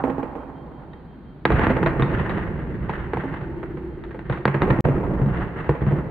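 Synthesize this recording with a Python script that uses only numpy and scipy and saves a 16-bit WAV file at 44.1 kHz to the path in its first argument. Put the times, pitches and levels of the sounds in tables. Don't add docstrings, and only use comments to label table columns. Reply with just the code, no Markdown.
import sys
import numpy as np
from scipy import signal
from scipy.fft import rfft, irfft, next_fast_len
from scipy.io import wavfile

SR = 44100
rng = np.random.default_rng(int(sys.argv[2]) if len(sys.argv) > 2 else 0)


def wav_out(sig):
    wavfile.write(sys.argv[1], SR, np.round(np.clip(np.atleast_2d(sig).T, -1, 1) * 32767).astype(np.int16))


N = 269186

# pitch in Hz, relative level in dB, ring time in seconds.
CRACK_MODES = [(706, -12.5, 0.0044), (860, 18, 0.0075), (1106, 2, 0.016), (1325, 17, 0.005),
               (1594, 6.5, 0.018), (1820, 10, 0.025), (2030, -6, 0.023), (2620, 3, 0.035)]


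def from_db(db):
    return 10 ** (np.asarray(db) / 20)


def unit_power(x):
    return x / np.sqrt(np.mean(x ** 2) + 1e-20)


def seconds():
    return np.arange(N) / SR


def swell(start, end, fade_s):
    t = seconds()
    return np.clip(np.minimum(t - start, end - t) / fade_s + .5, 0, 1)


def drift(per_s):
    values = rng.standard_normal(int(N / SR * per_s) + 2)
    return unit_power(np.interp(seconds() * per_s, np.arange(len(values)), values))


def coloured(x, curve):
    hz, db = np.transpose(curve)
    size = next_fast_len(x.shape[-1] + 4096)
    octave, known = np.log2(np.fft.rfftfreq(size, 1 / SR) + 1), np.log2(hz)
    outside = np.abs(octave - np.clip(octave, known[0], known[-1]))
    gain = from_db(np.interp(octave, known, db) - 48 * outside)
    return irfft(rfft(x, size) * gain, size)[..., :x.shape[-1]]


def spread(pair):
    # frequency in Hz, relative level of the sides in dB.
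    width = [(60, -10), (150, -10.5), (380, -14.5), (950, -6), (2380, 0.5), (5980, 0), (15000, -19)]
    return pair[0] + from_db(-2.5) * coloured(pair[1], width) * np.array([[1], [-1]])


def panned(x, pan_db):
    return x * from_db(np.array([[.5], [-.5]]) * pan_db)


def add(out, start_s, sound):
    span = out[:, int(start_s * SR):][:, :sound.shape[1]]
    span += sound[:, :span.shape[1]]


def ring(force, modes, centre_hz=None, focus_db=14.5):
    hz, db, ring_s = np.transpose(modes)
    level_chance, pitch_chance = rng.standard_normal((2, len(hz)))
    db = db + 1.8 * level_chance
    if centre_hz:
        db = db - focus_db * np.log2(hz / centre_hz) ** 2
    gains = from_db(db) / np.linalg.norm(from_db(db))
    decays = from_db(-60 / (ring_s * SR))
    angles = 2 * np.pi * hz / SR * (1 + .02 * pitch_chance)
    tones = sum(gain * signal.lfilter([0, np.sin(w)], [1, -2 * r * np.cos(w), r * r], force + 1e-18)
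                for gain, r, w in zip(gains, decays, angles))
    band_hz = [1.03 * hz[0], min(1.046 * hz[-1], SR / 3)]
    return signal.sosfilt(signal.butter(2, band_hz, "band", fs=SR, output="sos"), tones)


def distant_air(level_db):
    # frequency in Hz, relative level in dB.
    curve = [(25, -11.5), (65, 3.5), (100, -11), (138, 4.5), (200, -2), (300, -4.5), (500, -17),
             (900, -24.5), (1500, -25), (2500, -38.5), (4400, -44.5), (5200, -49)]
    return from_db(level_db) * unit_power(coloured(spread(rng.standard_normal((2, N))), curve))


def insect(hz, steady_db, every_s=.177, chirp_s=.08):
    # first chirp in seconds, end in seconds, level in dB.
    bouts = [(0.415, 1.35, -69.5), (3.586, 4.3, -75.5)]
    chirps = sum(from_db(db) * swell(s - chirp_s / 2, s + chirp_s / 2, fade_s=0.027)
                 for first, end, db in bouts for s in np.arange(first, end, every_s))
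    level = (chirps + from_db(steady_db)) * from_db(1.3 * drift(per_s=11))
    return level * np.sin(2 * np.pi * hz * seconds())


def wall_echo(x, ring_s, treble_ring_s, level_db, build_s):
    # frequency in Hz, level in dB.
    curve = [(50, -10), (140, -13.5), (280, -1.5), (500, -1), (900, 3), (1500, -1.5), (2500, 5.5),
             (4500, -16)]
    age = np.arange(2 * SR) / SR
    noise = coloured(spread(rng.standard_normal((2, len(age)))), curve)
    low = signal.sosfiltfilt(signal.butter(2, 1300, fs=SR, output="sos"), noise)
    echo = low * from_db(-60 * age / ring_s) + (noise - low) * from_db(-60 * age / treble_ring_s)
    echo *= np.clip(age / build_s, 0, 1) ** 2 / np.sqrt(SR)
    return from_db(level_db) * signal.fftconvolve(x, echo, axes=1)[:, :N]


def stones(per_s, spread_db):
    sizes = from_db(spread_db * np.minimum(rng.exponential(1, (2, N)), 4))
    signs = rng.choice([-1, 1], (2, N))
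    struck = rng.random((2, N)) < per_s / SR
    return spread(sizes * signs * struck)


def deck_hum(hz, width_hz, throb_db):
    # start and end in seconds, level in dB, fade in seconds.
    hum = (3, 5, -37.5, .5)
    start, end, db, fade_s = hum
    band = signal.butter(2, [hz - width_hz / 2, hz + width_hz / 2], "band", fs=SR, output="sos")
    tone = signal.sosfilt(band, stones(per_s=180, spread_db=4.0))
    return unit_power(tone) * swell(start, end, fade_s) * from_db(db + throb_db * drift(per_s=14))


def ride_levels(touchdown_s=0.013):
    # start in seconds, rumble, drone, grit and rasp in dB, rumble's fade in dB per second.
    rides = [(-0.05, -34.5, -33.5, -30, -47.5, 19), (1.48, -21, -25, -42, -44, 8),
             (1.99, -28, -34, -54, -44, 5.5), (4.6, -22.5, -23, -31.5, -42.5, 11),
             (4.94, -22, -27.5, -36.5, -51, 21.5), (5.909, -26, -27.5, -39.5, -49, 34)]
    fade_ratios = np.array([[1], [1.35], [1.66], [1.25]])
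    total = 0
    for start, *levels_db, slowing in rides:
        age = np.maximum(seconds() - start, 0)
        gains = from_db(np.array(levels_db)[:, None] - fade_ratios * slowing * age)
        total = np.hypot(total, np.minimum(age / touchdown_s, 1) * gains)
    return total


def rolling(pebble_db=-25, patch_db=2.2):
    # frequency in Hz, relative level in dB.
    rumble_curve = [(13, -38), (22, -4), (49, 2), (64, 7), (92, -2), (134, 4), (195, 2.5), (237, -9.5),
                    (260, -28.5), (340, -47), (570, -120)]
    drone_curve = [(140, -27), (230, -7.5), (247, -6.5), (344, -2.5), (599, -14.5), (680, -26.5),
                   (880, -45.5), (1500, -120)]
    grit_curve = [(560, -3), (680, -1), (850, -1.5), (1020, -1.5), (1250, -8.5), (1450, -13.5)]
    rasp_curve = [(1200, -4.5), (1400, -0.5), (1850, 0.5), (2080, -3), (2350, -15.5), (2750, -12.5),
                  (3050, -17), (3650, -26), (4300, -36), (4900, -40)]
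    # start and end in seconds, level in dB.
    scrapes = [(1.578, 1.74, -30.5), (2.111, 2.458, -37), (2.863, 3.394, -41), (4.297, 4.408, -45.5),
               (5.277, 5.726, -41.5), (5.825, 6.03, -45.5)]
    shaking, droning, crunching, rasping = ride_levels()
    scraping = sum(from_db(db) * swell(start, end, fade_s=0.16) for start, end, db in scrapes)
    bumps, patches = drift(per_s=35), drift(per_s=90)
    gravel = stones(per_s=5000, spread_db=2.8)
    rumble = unit_power(coloured(stones(per_s=1200, spread_db=3.0), rumble_curve)) * shaking
    drone = unit_power(coloured(stones(per_s=1200, spread_db=2.5), drone_curve)) * droning
    grit = unit_power(coloured(gravel, grit_curve)) * np.hypot(crunching, from_db(-2) * scraping)
    rasp = unit_power(coloured(gravel, rasp_curve)) * np.hypot(rasping, scraping)
    pebbles = unit_power(ring(stones(per_s=60, spread_db=2.0), CRACK_MODES, centre_hz=1500))
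    wheels = panned((rumble + drone) * from_db(1.4 * bumps), pan_db=-2.1)
    crunch = (grit + rasp) * from_db(patch_db * (bumps + patches))
    return wheels + crunch + from_db(pebble_db) * shaking * pebbles


def contact(grains, chatter_s, chatter_db, rattle_db=-12.0, rattle_s=0.43):
    age = np.arange(grains.shape[1]) / SR
    fade = from_db(-60 * age / chatter_s) + from_db(rattle_db - 60 * age / rattle_s)
    force = grains * fade / np.linalg.norm(fade) * from_db(chatter_db)
    force[:, 0] += 1
    return force / np.sqrt(1 + from_db(2 * chatter_db) / 2)


def blow(gravel, db, hard_db, weight_db, loose_db, free_tail=False):
    # pitch in Hz, relative level in dB, ring time in seconds.
    thud_modes = [(65.4, -13, 0.17), (138.5, -4, 0.16), (200, -7.5, 0.16)]
    knock_modes = [(269.5, -8, 0.36), (337, -4, 0.19), (395.7, 1, 0.04), (480.6, 9, 0.025), (630, 2, 0.021),
                   (827.6, 2, 0.047)]
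    snap_modes = [(2785, -9, 0.035), (3530, 5, 0.019), (3770, 8.5, 0.017), (3970, -3.5, 0.002)]
    tail_modes = [(268, -9.5, 0.29), (780, -5.5, 0.029), (887, -1, 0.05), (966, 1, 0.035)]
    grains = np.take(gravel, rng.integers(N) + np.arange(SR // 4), axis=1, mode="wrap")
    crack_hz = 904 * 2 ** (.02 * hard_db)
    thud = ring(contact(grains, chatter_s=0.11, chatter_db=loose_db + 2.5, rattle_db=-36.5), thud_modes)
    knock = ring(contact(grains, chatter_s=0.095, chatter_db=loose_db + 5, rattle_db=-28.5), knock_modes)
    crack = ring(contact(grains, chatter_s=0.063, chatter_db=loose_db + 10.5), CRACK_MODES, crack_hz)
    snap = ring(contact(grains, chatter_s=0.023, chatter_db=loose_db - 1), snap_modes)
    body = from_db(3.27 - 0.24 * hard_db) * knock
    edge = from_db(5 + 0.27 * hard_db) * crack + from_db(-32.5 + 1.26 * hard_db) * snap
    if free_tail:
        tail_hz = 750 * 2 ** (0.2 * hard_db)
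        tap = contact(grains, chatter_s=0.14, chatter_db=-10)
        body = body + from_db(1) * ring(tap, tail_modes, tail_hz, focus_db=3.5)
    clack = panned(body, pan_db=-3) + panned(edge, pan_db=-0.9)
    return from_db(db) * clack + from_db(0.5 + weight_db) * panned(thud, pan_db=-0.5)


def clatter():
    # start in seconds, then strength, hardness and chatter in dB.
    pops = [(0.039, -12.5, -5.5, -8.5), (0.079, -22, -18.5, -10), (0.099, -17.5, -7.5, -4),
            (0.182, -20.5, -12, -9.5), (0.229, -24, -3, 7.5), (0.353, -27, -6, 7.5), (2.894, -18, 4, 1),
            (3.134, -18, -0.5, -5.5), (3.17, -20.5, -1.5, 3), (3.237, -25, -9.5, 6)]
    # start in seconds, then strength, hardness, rider's weight and chatter in dB.
    landings = [(1.453, -1.5, 14.5, -16, -17), (1.503, -12.5, -2.5, -17, -0.5),
                (1.519, -12, 8.5, -19.5, -2), (1.594, -11.5, 4, -22, -14), (1.635, -13, 0.5, -23.5, -2),
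                (1.668, -9, 5, -9.5, -17.5), (1.702, -9, -3.5, -14.5, -2), (1.766, -14.5, -2.5, -32, -3.5),
                (1.829, -13, 2.5, -24.5, -3.5), (1.861, -9, 7, -17.5, -2), (1.996, -16, 4, -14, -0.5),
                (2.022, -20.5, 17, -14.5, 2.5), (2.294, -23, 13.5, -22.5, 6), (4.297, -18, 4.5, -14, 2),
                (4.323, -23, 12.5, -31.5, 7), (4.454, -7.5, 11, -12.5, -17), (4.478, -13.5, 4.5, -13.5, -7),
                (4.543, -14.5, -0.5, -14, 4), (4.619, -8.5, 8.5, -13, -7), (4.68, -17, -13, -27.5, -10.5),
                (4.702, -10, 5, -7, -1.5), (4.849, -11.5, -4.5, -9, 2.5), (4.885, -16, -13.5, -12.5, 4),
                (5.692, -9, -10, -8.5, -8), (5.908, -23, -5, -24, 13)]
    # start in seconds, strength and hardness in dB.
    ticks = [(0.933, -44, 20.5), (2.115, -22.5, 1), (3.34, -31, 6.5), (3.411, -28.5, 3), (3.63, -27.5, 3.5),
             (3.771, -31.5, 6.5), (4.038, -34.5, 16), (4.108, -31.5, 6.5), (4.145, -27.5, -2.5),
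             (4.191, -31.5, 10), (4.374, -26, 2), (5.137, -25, -2), (5.751, -23.5, 0)]
    # start in seconds, weight in dB.
    thumps = [(2.25, -20), (4.787, -9.5), (5.215, -10), (5.26, -13.5), (5.817, -9.5), (5.865, -10.5),
              (5.921, -12), (5.985, -17)]
    out = np.zeros((2, N))
    gravel = unit_power(stones(per_s=2500, spread_db=4.0))
    for start, db, hard_db, loose_db in pops:
        add(out, start, blow(gravel, db, hard_db, weight_db=db - 13.5, loose_db=loose_db, free_tail=True))
    for start, db, hard_db, weight_db, loose_db in landings:
        add(out, start, blow(gravel, db, hard_db, weight_db, loose_db))
    for start, db, hard_db in ticks:
        add(out, start, blow(gravel, db, hard_db, weight_db=db - 3, loose_db=-3))
    for start, db in thumps:
        add(out, start, blow(gravel, db - 12, hard_db=-4.5, weight_db=db, loose_db=-4))
    return out


def scene():
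    hum = deck_hum(hz=352, width_hz=55, throb_db=2.0)
    pan_db = np.interp(seconds(), [0, .5, 1.4], [-4, -1.5, 0])
    boards = panned(clatter() + rolling() + hum, pan_db)
    echo = wall_echo(boards, ring_s=3.06, treble_ring_s=1.21, level_db=-1.5, build_s=.06)
    return boards + echo + distant_air(level_db=-41) + insect(hz=3170, steady_db=-80)


def record(dry, ceiling=.58, treble_hz=4500, hiss_db=-38, steady_hiss_db=-93, cutoff_hz=15850):
    # frequency in Hz, relative level in dB.
    hiss_curve = [(3000, 1.5), (5000, 2), (8000, 1), (15500, 1)]
    gap = (4.8075, 4.841)
    x = ceiling * np.tanh(dry / ceiling)
    x = signal.sosfilt(signal.cheby1(8, .5, treble_hz, fs=SR, output="sos"), x)
    bright = signal.sosfilt(signal.butter(1, 900, "high", fs=SR, output="sos"), x)
    loudness = np.sqrt(signal.lfilter(*signal.butter(1, 90, fs=SR), bright ** 2))
    hiss = unit_power(coloured(rng.standard_normal((2, N)), hiss_curve))
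    x = x + hiss * (from_db(hiss_db) * loudness + from_db(steady_hiss_db))
    off, on = gap
    x = x * np.interp(seconds(), [off, off + .00003, on, on + .002], [1, .002, .002, 1])
    return signal.sosfilt(signal.ellip(10, .1, 80, cutoff_hz, fs=SR, output="sos"), x)


dry = scene()
out = record(dry)
wav_out(out)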